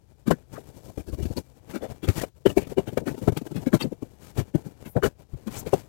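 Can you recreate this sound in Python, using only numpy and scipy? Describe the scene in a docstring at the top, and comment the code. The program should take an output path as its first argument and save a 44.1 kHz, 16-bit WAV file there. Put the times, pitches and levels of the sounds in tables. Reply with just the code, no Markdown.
"""In a bare timber-framed room, a long knife saws through a slab of mineral wool in quick, uneven
strokes with short pauses. Each stroke shoves the slab, makes it drum dully and snaps a burst of
brittle fibres; between strokes the wool drags and rustles. The steel blade sings briefly when it
catches, and the wooden frame takes a few knocks. All the sound is in the left channel."""
import sys
import numpy as np
from scipy import signal
from scipy.fft import rfft, irfft, next_fast_len
from scipy.io import wavfile
from scipy.ndimage import map_coordinates

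SR = 44100
rng = np.random.default_rng(int(sys.argv[2]) if len(sys.argv) > 2 else 0)


def to_wav(sig):
    """Store sig (one row per channel, or 1-D mono) as 16-bit WAV at the path in sys.argv[1].

    Samples outside -1..1 are clipped; the rate is SR.
    """
    pcm = np.clip(np.atleast_2d(sig), -1, 1) * 32767
    pcm = np.round(pcm).astype(np.int16)
    wavfile.write(sys.argv[1], SR, pcm.T)  # frames by channels


N = 259308

# knife strokes: (time [s], length [s], drum pitch [Hz], shove [dB], drum [dB], tear [dB])
KNIFE_STROKES = [(0.281, 0.025, 220, -20, -23, -39), (0.311, 0.014, 460, -19.5, -16.5, -28),
                 (0.333, 0.018, 248, -26, -33.5, -62), (.582, 0.01, 454, -58, -36.5, -64),
                 (0.979, 0.013, 350, -30, -32, -53), (1.002, 0.026, 383, -36, -40, -57.5),
                 (1.089, 0.036, 353, -35, -40, -57.5), (1.137, 0.029, 284, -26.5, -37.5, -53),
                 (1.2, 0.04, 343, -29, -36, -57), (1.232, .02, 230, -24, -39, -48.5),
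                 (1.259, .016, 229, -24.5, -29.5, -50), (1.309, 0.015, 263, -26.5, -32.5, -70.5),
                 (1.38, 0.03, 278, -32.5, -30, -43.5), (1.759, 0.036, 293, -62, -31, -41),
                 (1.842, 0.044, 520, -57, -33.5, -49), (2.043, .026, 335, -40, -32, -43.5),
                 (2.091, 0.027, 262, -14, -26, -38), (2.237, 0.014, 510, -53, -26.5, -43.5),
                 (2.464, 0.015, 400, -20, -11.5, -33.5), (2.503, 0.043, 312, -45, -36, -48),
                 (2.579, .018, 387, -20.5, -14.5, -33.5), (2.672, 0.0096, 330, -38, -39, -52),
                 (2.721, .013, 440, -38, -34, -67), (2.785, 0.023, 391, -32, -18.5, -39.5),
                 (2.883, 0.023, 378, -31, -33.5, -43), (2.931, .014, 292, -39, -36.5, -54.5),
                 (2.976, 0.011, 434, -33.5, -19.5, -36), (3.024, 0.025, 295, -40.5, -36, -83),
                 (3.08, 0.028, 294, -56, -26, -41.5), (3.147, 0.014, 375, -44, -36.5, -57),
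                 (3.184, 0.027, 296, -57, -39.5, -51), (3.226, 0.022, 259, -29, -33.5, -56),
                 (3.283, .017, 413, -14.5, -17, -38.5), (3.324, 0.012, 215, -23.5, -31, -52),
                 (3.374, 0.016, 258, -26, -31, -36), (3.417, 0.013, 304, -34, -33.5, -58),
                 (3.469, 0.015, 403, -43, -36.5, -49.5), (3.518, 0.019, 295, -33.5, -36, -54.5),
                 (3.569, 0.036, 264, -25.5, -32, -46.5), (3.673, .02, 272, -29, -20, -41.5),
                 (3.746, 0.03, 318, -16, -18.5, -32), (3.82, 0.033, 279, -38, -35, -35),
                 (3.852, 0.037, 240, -27, -29, -61), (3.926, 0.021, 300, -46, -31, -61),
                 (4.027, 0.015, 290, -37.5, -30, -52.5), (4.395, 0.037, 350, -21, -31.5, -45.5),
                 (4.554, 0.021, 290, -19, -21, -46), (4.667, 0.034, 272, -36.5, -42, -55.5),
                 (4.864, 0.022, 362, -35.5, -47.5, -48), (4.972, 0.025, 544, -17.5, -23, -52),
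                 (5.043, 0.027, 400, -31.5, -20, -32.5), (5.339, 0.02, 230, -27.5, -52, -65.5),
                 (5.478, 0.02, 228, -45, -28.5, -46.5), (5.672, 0.02, 430, -31.5, -32, -46.5),
                 (5.736, 0.013, 458, -20.5, -14, -35)]
# tone of coarse fibres tearing: (frequency [Hz], level [dB])
RASP_TONE = [(400, -54.5), (800, 2.5), (950, 1), (1130, -0.5), (1300, 0), (1600, -1.5), (2050, -4),
             (2900, -5.5), (3900, -12.5), (4800, -17.5), (8000, -120)]
# tone of fine fibres breaking: (frequency [Hz], level [dB])
FIZZ_TONE = [(1500, -120), (3200, -4.5), (4100, -3), (7200, 0), (10000, -4), (13500, -2.5), (16000, -8)]
# how much the fine fizz is turned up or down: (time [s], level [dB])
FIZZ_BOOST = [(.4, 0), (.9, 4.5), (1.4, 5), (1.7, -3), (2.55, 4), (2.8, -2.5), (3.2, 2.5), (4.95, -1),
              (5.7, 0.5)]


def knife_strokes():
    """Every stroke shoves the slab, drums on it and tears a bunch of fibres."""
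    out = np.zeros(N)
    t = np.arange(SR // 4) / SR - 0.1
    for when, length, pitch, shove_db, drum_db, tear_db in KNIFE_STROKES:
        rise = rise_time(length)
        fall = length - rise
        thud = shove(t, when, rise, fall, shove_db)
        body = drum(t, swell(t, rise, fall, taper=1.5), pitch, drum_db)
        rip = tear(t, when, rise, fall, tear_db)
        add(out, when + t[0], thud + body + rip)
    return out


def rise_time(length):
    """Seconds a stroke takes to reach full pressure; short strokes bite at once."""
    return np.clip(0.6 * length - 0.003, 0.1 * length, 0.9 * length)


def shove(t, when, rise, fall, db):
    """A thud, low while the whole slab swings and higher while it is pinned down."""
    # pitch of the thud through the scene: (time [s], pitch [Hz])
    thud_pitches = [(.3, 168), (1.0, 75.5), (2.1, 93.6), (2.6, 115), (3.2, 126.7), (3.75, 154.5),
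                    (4.39, 108), (4.56, 133), (4.97, 149), (5.04, 71.3), (5.34, 68), (5.7, 150)]
    pitch = np.interp(when, *np.transpose(thud_pitches))
    heave = filtered(rng.standard_normal(len(t)), lambda hz: resonance(hz, pitch, q=1.86) ** 2)
    return amp(db - 2.5) * burst(heave, swell(t - 0.001, 0.72 * rise, 1.13 * fall, taper=1.43))


def drum(t, shape, pitch, db):
    """The soft slab shudders dully, brighter when it is pressed tighter."""
    # tone of the slab at a pitch of 380 Hz: (frequency [Hz], level [dB])
    slab_tone = [(100, -65), (170, 0.5), (260, -0.5), (480, -2.5), (660, -3.5), (800, -13.5), (1000, -18),
                 (1600, -75), (3000, -120)]

    def slab(hz):
        shifted_tone = amp(along(slab_tone, hz * np.sqrt(380 / pitch)))
        return shifted_tone * (0.37 + resonance(hz, pitch, q=2.83))

    shudder = burst(filtered(rng.standard_normal(len(t)), slab), shape)
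    # a hard stroke near the slab's own pitch sticks and slips evenly, giving a brief clear note
    note_share = np.clip((db + 36.5) / 18, 0, 0.66) * abs(resonance(pitch, 398, q=4.1)) ** 2
    note = burst(np.sin(2 * np.pi * pitch * t + 0.56 * wobble(150.64, len(t))), shape)
    mix = np.sqrt(note_share) * note + np.sqrt(1 - note_share) * shudder
    return amp(db) * unit(mix) * np.sqrt(np.mean(shape ** 2))


def tear(t, when, rise, fall, db):
    """Fibres break in clumps while the blade moves: coarse ones rasp, fine ones fizz."""
    size = len(t)
    shape = swell(t - 0.002, rise + 0.0021, fall, taper=1.26)
    coarse = rippled(coloured(fibres(size, spread_db=5.5), RASP_TONE), depth_db=5, spacing_hz=149.2)
    fine = rippled(coloured(fibres(size, spread_db=2), FIZZ_TONE), depth_db=1.5, spacing_hz=426)
    rasp = burst(through_blade(coarse), shape * amp(2.3 * wobble(309, size)))
    fizz = burst(through_blade(fine), shape * amp(2.4 * wobble(280, size)))
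    # fine fibres break at the lightest touch, so the fizz grows more slowly than the rasp
    fizz_db = -50.5 + 0.78 * (db + 42.5) + np.interp(when, *np.transpose(FIZZ_BOOST))
    return amp(db - 2.5) * rasp + amp(fizz_db) * fizz


def fibres(size, spread_db):
    """Countless tiny breaks, most weak and a few strong."""
    return rng.standard_normal(size) * amp(spread_db * rng.standard_normal(size))


def rippled(x, depth_db, spacing_hz):
    """Nearby surfaces give each point of contact its own peaks and dips in tone."""
    bumps = rng.standard_normal(SR // 40)
    return filtered(x, lambda hz: amp(depth_db * map_coordinates(bumps, [hz / spacing_hz], mode="mirror")))


def through_blade(x):
    """The knife bends and adds its own thin ring to every scrape."""
    # notes of the steel: (pitch [Hz], strength [ratio])
    steel = [(2340, 1.8), (2930, 0.8), (3350, 0.33), (4495, 0.52)]
    ringing = filtered(x, lambda hz: 1 + sum(gain * resonance(hz, pitch, q=120) for pitch, gain in steel))
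    return unit(ringing)


def wool_drag():
    """Wool slides on blade and hands: a lumpy rub with a fine glassy rustle."""
    rubbing, rustling = sliding_strength()
    boost_db = np.interp(np.arange(N) / SR, *np.transpose(FIZZ_BOOST))
    grip_db = 4.5 * wobble(35, N) + 2.09 * wobble(420, N)  # the grip sticks and slips
    # tone of the low rub: (frequency [Hz], level [dB])
    rub_tone = [(15, -48.5), (40, -5.5), (70, -7.5), (130, -1.5), (220, -10), (450, -11.5), (700, -17.5),
                (1000, -25), (2000, -82), (5000, -120)]
    rub = rubbing * amp(grip_db - 4) * coloured(rng.standard_normal(N), rub_tone)
    coarse = through_blade(coloured(fibres(N, spread_db=5), RASP_TONE))
    fine = through_blade(coloured(fibres(N, spread_db=4), FIZZ_TONE))
    rustle = rustling * (amp(grip_db - 7) * coarse + amp(grip_db + boost_db - 6.5) * fine)
    return blade_turns() * (rub + rustle)


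def sliding_strength():
    """Light contact, slow drags and the slip around each stroke add up to rub and rustle."""
    # how firmly blade and hands rest on the wool: (time [s], level [dB])
    contact_levels = [(0.0, -70.5), (0.13, -73), (1.24, -61), (1.46, -66.5), (1.69, -63), (1.91, -55.5),
                      (2.08, -56), (2.26, -76), (2.5, -71), (2.65, -55.5), (3.73, -63.5), (3.88, -66),
                      (4.03, -67.5), (4.93, -58.5), (5.17, -75), (5.44, -64), (5.63, -47.5), (5.88, -66.5)]
    # slow drags through the wool: (time [s], half length [s], rub [dB], rustle [dB])
    drags = [(0.569, 0.079, -42.5, -55.5), (0.725, 0.037, -53.5, -70), (0.792, 0.097, -49, -64),
             (0.896, 0.015, -37, -56.5), (1.326, 0.016, -29.5, -44.5), (1.733, 0.031, -46.5, -52.5),
             (2.138, 0.051, -46, -45), (2.202, .04, -30.5, -39.5), (2.611, 0.054, -34, -49.5),
             (2.831, 0.014, -33.5, -50.5), (3.015, .025, -49, -65.5), (3.125, 0.021, -31.5, -50.5),
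             (3.623, 0.027, -39.5, -55.5), (4.276, 0.039, -44, -49), (4.39, 0.035, -33.5, -45.5),
             (5.059, .018, -26.5, -39.5), (5.113, .03, -50, -61), (5.216, 0.026, -45.5, -58),
             (5.55, 0.058, -45, -46.5), (5.643, 0.033, -32.5, -74), (5.745, 0.069, -59, -50.5)]
    contact_db = np.interp(np.arange(N) / SR, *np.transpose(contact_levels))
    rub_power, rustle_power = amp(contact_db + 11) ** 2, amp(contact_db - 1) ** 2
    t = np.arange(SR // 2) / SR - 0.2
    slides = [(when, swell(t, half, half, taper=1.66), *levels) for when, half, *levels in drags]
    for when, length, _, _, drum_db, tear_db in KNIFE_STROKES:
        slip = swell(t, rise_time(length), fall=0.025, taper=1.2)
        slides.append((when, slip, drum_db - 12, tear_db - 13))
    for when, shape, rub_db, rustle_db in slides:
        add(rub_power, when + t[0], (amp(rub_db) * shape) ** 2)
        add(rustle_power, when + t[0], (amp(rustle_db) * shape) ** 2)
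    return np.sqrt(rub_power), np.sqrt(rustle_power)


def blade_turns():
    """The sliding gets quieter as the blade stops and turns just before each stroke."""
    lead_s, half_s, dip_db = 0.029, 0.0072, -5
    t = np.arange(N) / SR
    still = sum(np.exp(-((t - when + lead_s) / half_s) ** 2) for when, *_ in KNIFE_STROKES)
    return amp(dip_db * np.minimum(still, 1))


def blade_catches():
    """The steel catches and sings for a moment."""
    # catches: (time [s], half length [s], pitch [Hz], level [dB])
    catches = [(1.006, 0.0085, 2370, -59.5), (1.095, 0.017, 4490, -67), (1.145, 0.007, 4500, -64),
               (1.26, 0.007, 4470, -58), (1.315, .015, 4440, -66), (1.376, 0.0057, 4430, -39.5),
               (2.2, 0.018, 1920, -46), (2.502, 0.0095, 2880, -45.5), (3.812, 0.0089, 3120, -40),
               (3.829, 0.0081, 4520, -37)]
    return friction(catches, q=11)


def swishes():
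    """Smooth slides over the face of the slab make a soft hiss."""
    # slides: (time [s], half length [s], pitch [Hz], level [dB])
    slides = [(.567, 0.0143, 1270, -48.5), (2.625, 0.033, 2400, -56), (4.9, 0.041, 12500, -57),
              (5.585, 0.026, 6870, -45.5), (5.595, 0.013, 12740, -44)]
    return friction(slides, q=2.3)


def friction(rows, q):
    """Short swells of rubbing noise around one pitch each: high q sings, low q hisses."""
    out = np.zeros(N)
    t = np.arange(SR // 5) / SR - 0.1
    for when, half, pitch, db in rows:
        ring = filtered(rng.standard_normal(len(t)), lambda hz: resonance(hz, pitch, q) ** 2)
        add(out, when + t[0], amp(db + 0.5) * burst(ring, swell(t, half, half, taper=3.8)))
    return out


def frame_knocks():
    """The wooden frame rings short and dry, with a new mix of its notes at each blow."""
    # knocks: (time [s], level [dB])
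    blows = [(0.313, -29.5), (2.46, -33.5), (2.974, -38.5), (3.08, -39), (3.28, -38.5), (3.73, -33),
             (4.966, -40), (5.026, -32), (5.037, -28), (5.059, -35)]
    # notes of the wood: (pitch [Hz], level [dB], time to fade by 60 dB [s])
    wood_notes = [(1330, 19, 0.031), (1506, 17.5, 0.057), (1728, 9.5, 0.071)]
    out, t = np.zeros(N), np.arange(SR // 6) / SR
    attack = 1 - np.exp(-t / 0.00042)
    for when, db in blows:
        ring = np.zeros(len(t))
        for pitch, note_db, fade_s in wood_notes:
            fade = amp(note_db + rng.normal(0, 1) - 60 * t / fade_s)
            ring += fade * np.sin(2 * np.pi * pitch * t + 1.2 * wobble(378, len(t)))
        add(out, when, amp(db - 13.5) * unit(ring * attack))
    return out


def fibre_snaps():
    """A single coarse fibre breaks with a bright tick."""
    # snaps: (time [s], level [dB])
    snaps = [(0.316, -55.5), (2.088, -42.5), (2.199, -46)]
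    tick_tone = [(500, -38), (2000, -5), (7000, -16), (16000, -19.5)]  # (frequency [Hz], level [dB])
    out, t = np.zeros(N), np.arange(SR // 40) / SR
    fade = amp(-60 * t / 0.016)
    for when, db in snaps:
        add(out, when, amp(db + 12.5) * fade * coloured(rng.standard_normal(len(t)), tick_tone))
    return out


def room_echo(x):
    """The short echo of a room lined with wool."""
    # how long the echo lasts: (frequency [Hz], time to fade by 60 dB [s])
    fade_times = [(80, 0.23), (400, 0.073), (2000, 0.15), (12000, 0.1)]
    hz, t, noise = signal.stft(rng.standard_normal(SR // 2), SR, nperseg=256)
    fade = amp(-60 * t / along(fade_times, hz)[:, None])
    tail = signal.istft(noise * fade, SR, nperseg=256)[1]
    return signal.fftconvolve(x, tail / np.linalg.norm(tail))[:N]


def building_rumble():
    """The steady low noise of a quiet building."""
    # tone of the rumble: (frequency [Hz], level [dB])
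    rumble_tone = [(15, -25.5), (70, 13), (140, 3), (300, -28.5), (700, -23.5), (1500, -37), (5000, -30.5),
                   (16000, -44)]
    return coloured(rng.standard_normal(N), rumble_tone)


def amp(db):
    """Turn decibels into a number to multiply by."""
    return 10 ** (np.asarray(db) / 20)


def unit(x):
    """Scale a sound to an average power of 1."""
    return x / np.sqrt(np.mean(x ** 2) + 1e-20)


def along(points, hz):
    """Read between (frequency [Hz], value) points, with octaves evenly spaced."""
    frequencies, values = np.transpose(points)
    return np.interp(np.log(hz + 1), np.log(frequencies), values)


def filtered(x, response):
    """Turn each frequency of x up or down by response(hz)."""
    size = next_fast_len(len(x) + 4096)
    return irfft(rfft(x, size) * response(np.fft.rfftfreq(size, 1 / SR)), size)[:len(x)]


def coloured(x, tone):
    """Shape x by (frequency [Hz], level [dB]) points, at an average power of 1."""
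    return unit(filtered(x, lambda hz: amp(along(tone, hz))))


def resonance(hz, centre_hz, q):
    """How a ringing thing answers each frequency; higher q gives a narrower peak."""
    return 1j * hz * centre_hz / q / (centre_hz ** 2 - hz ** 2 + 1j * hz * centre_hz / q)


def wobble(rate, size):
    """A smooth curve through `rate` random values a second."""
    values = rng.standard_normal(size // 20 + 4)
    return map_coordinates(values, [np.arange(size) * rate / SR], mode="mirror")


def swell(t, rise, fall, taper):
    """Pressure builds up to t = 0, then lets go: taper 1 trails off, above 2 it stops short."""
    return np.exp(-np.abs(np.minimum(t, 0) / rise) ** 2.28 - np.abs(np.maximum(t, 0) / fall) ** taper)


def burst(x, shape):
    """Make x follow a loudness shape and carry that shape's energy."""
    return unit(x * shape) * np.sqrt(np.mean(shape ** 2))


def add(track, when, sound):
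    """Mix a sound into the track at a time in seconds."""
    part = track[max(round(when * SR), 0):][:len(sound)]
    part += sound[:len(part)]


def scene():
    """Close cutting over a quiet building, on the left channel alone."""
    work = knife_strokes() + wool_drag() + blade_catches() + swishes() + frame_knocks() + fibre_snaps()
    left = work + amp(-34) * room_echo(work) + amp(-61) * building_rumble()
    return np.array([2 * left, np.zeros(N)])


def record(dry):
    """The loudest peaks are rounded off and the highest treble is cut."""
    top_hz = 15850
    rounded = dry / (1 + np.abs(dry) ** 6) ** (1 / 6)
    return np.array([filtered(channel, lambda hz: hz < top_hz) for channel in rounded])


dry = scene()
out = record(dry)
to_wav(out)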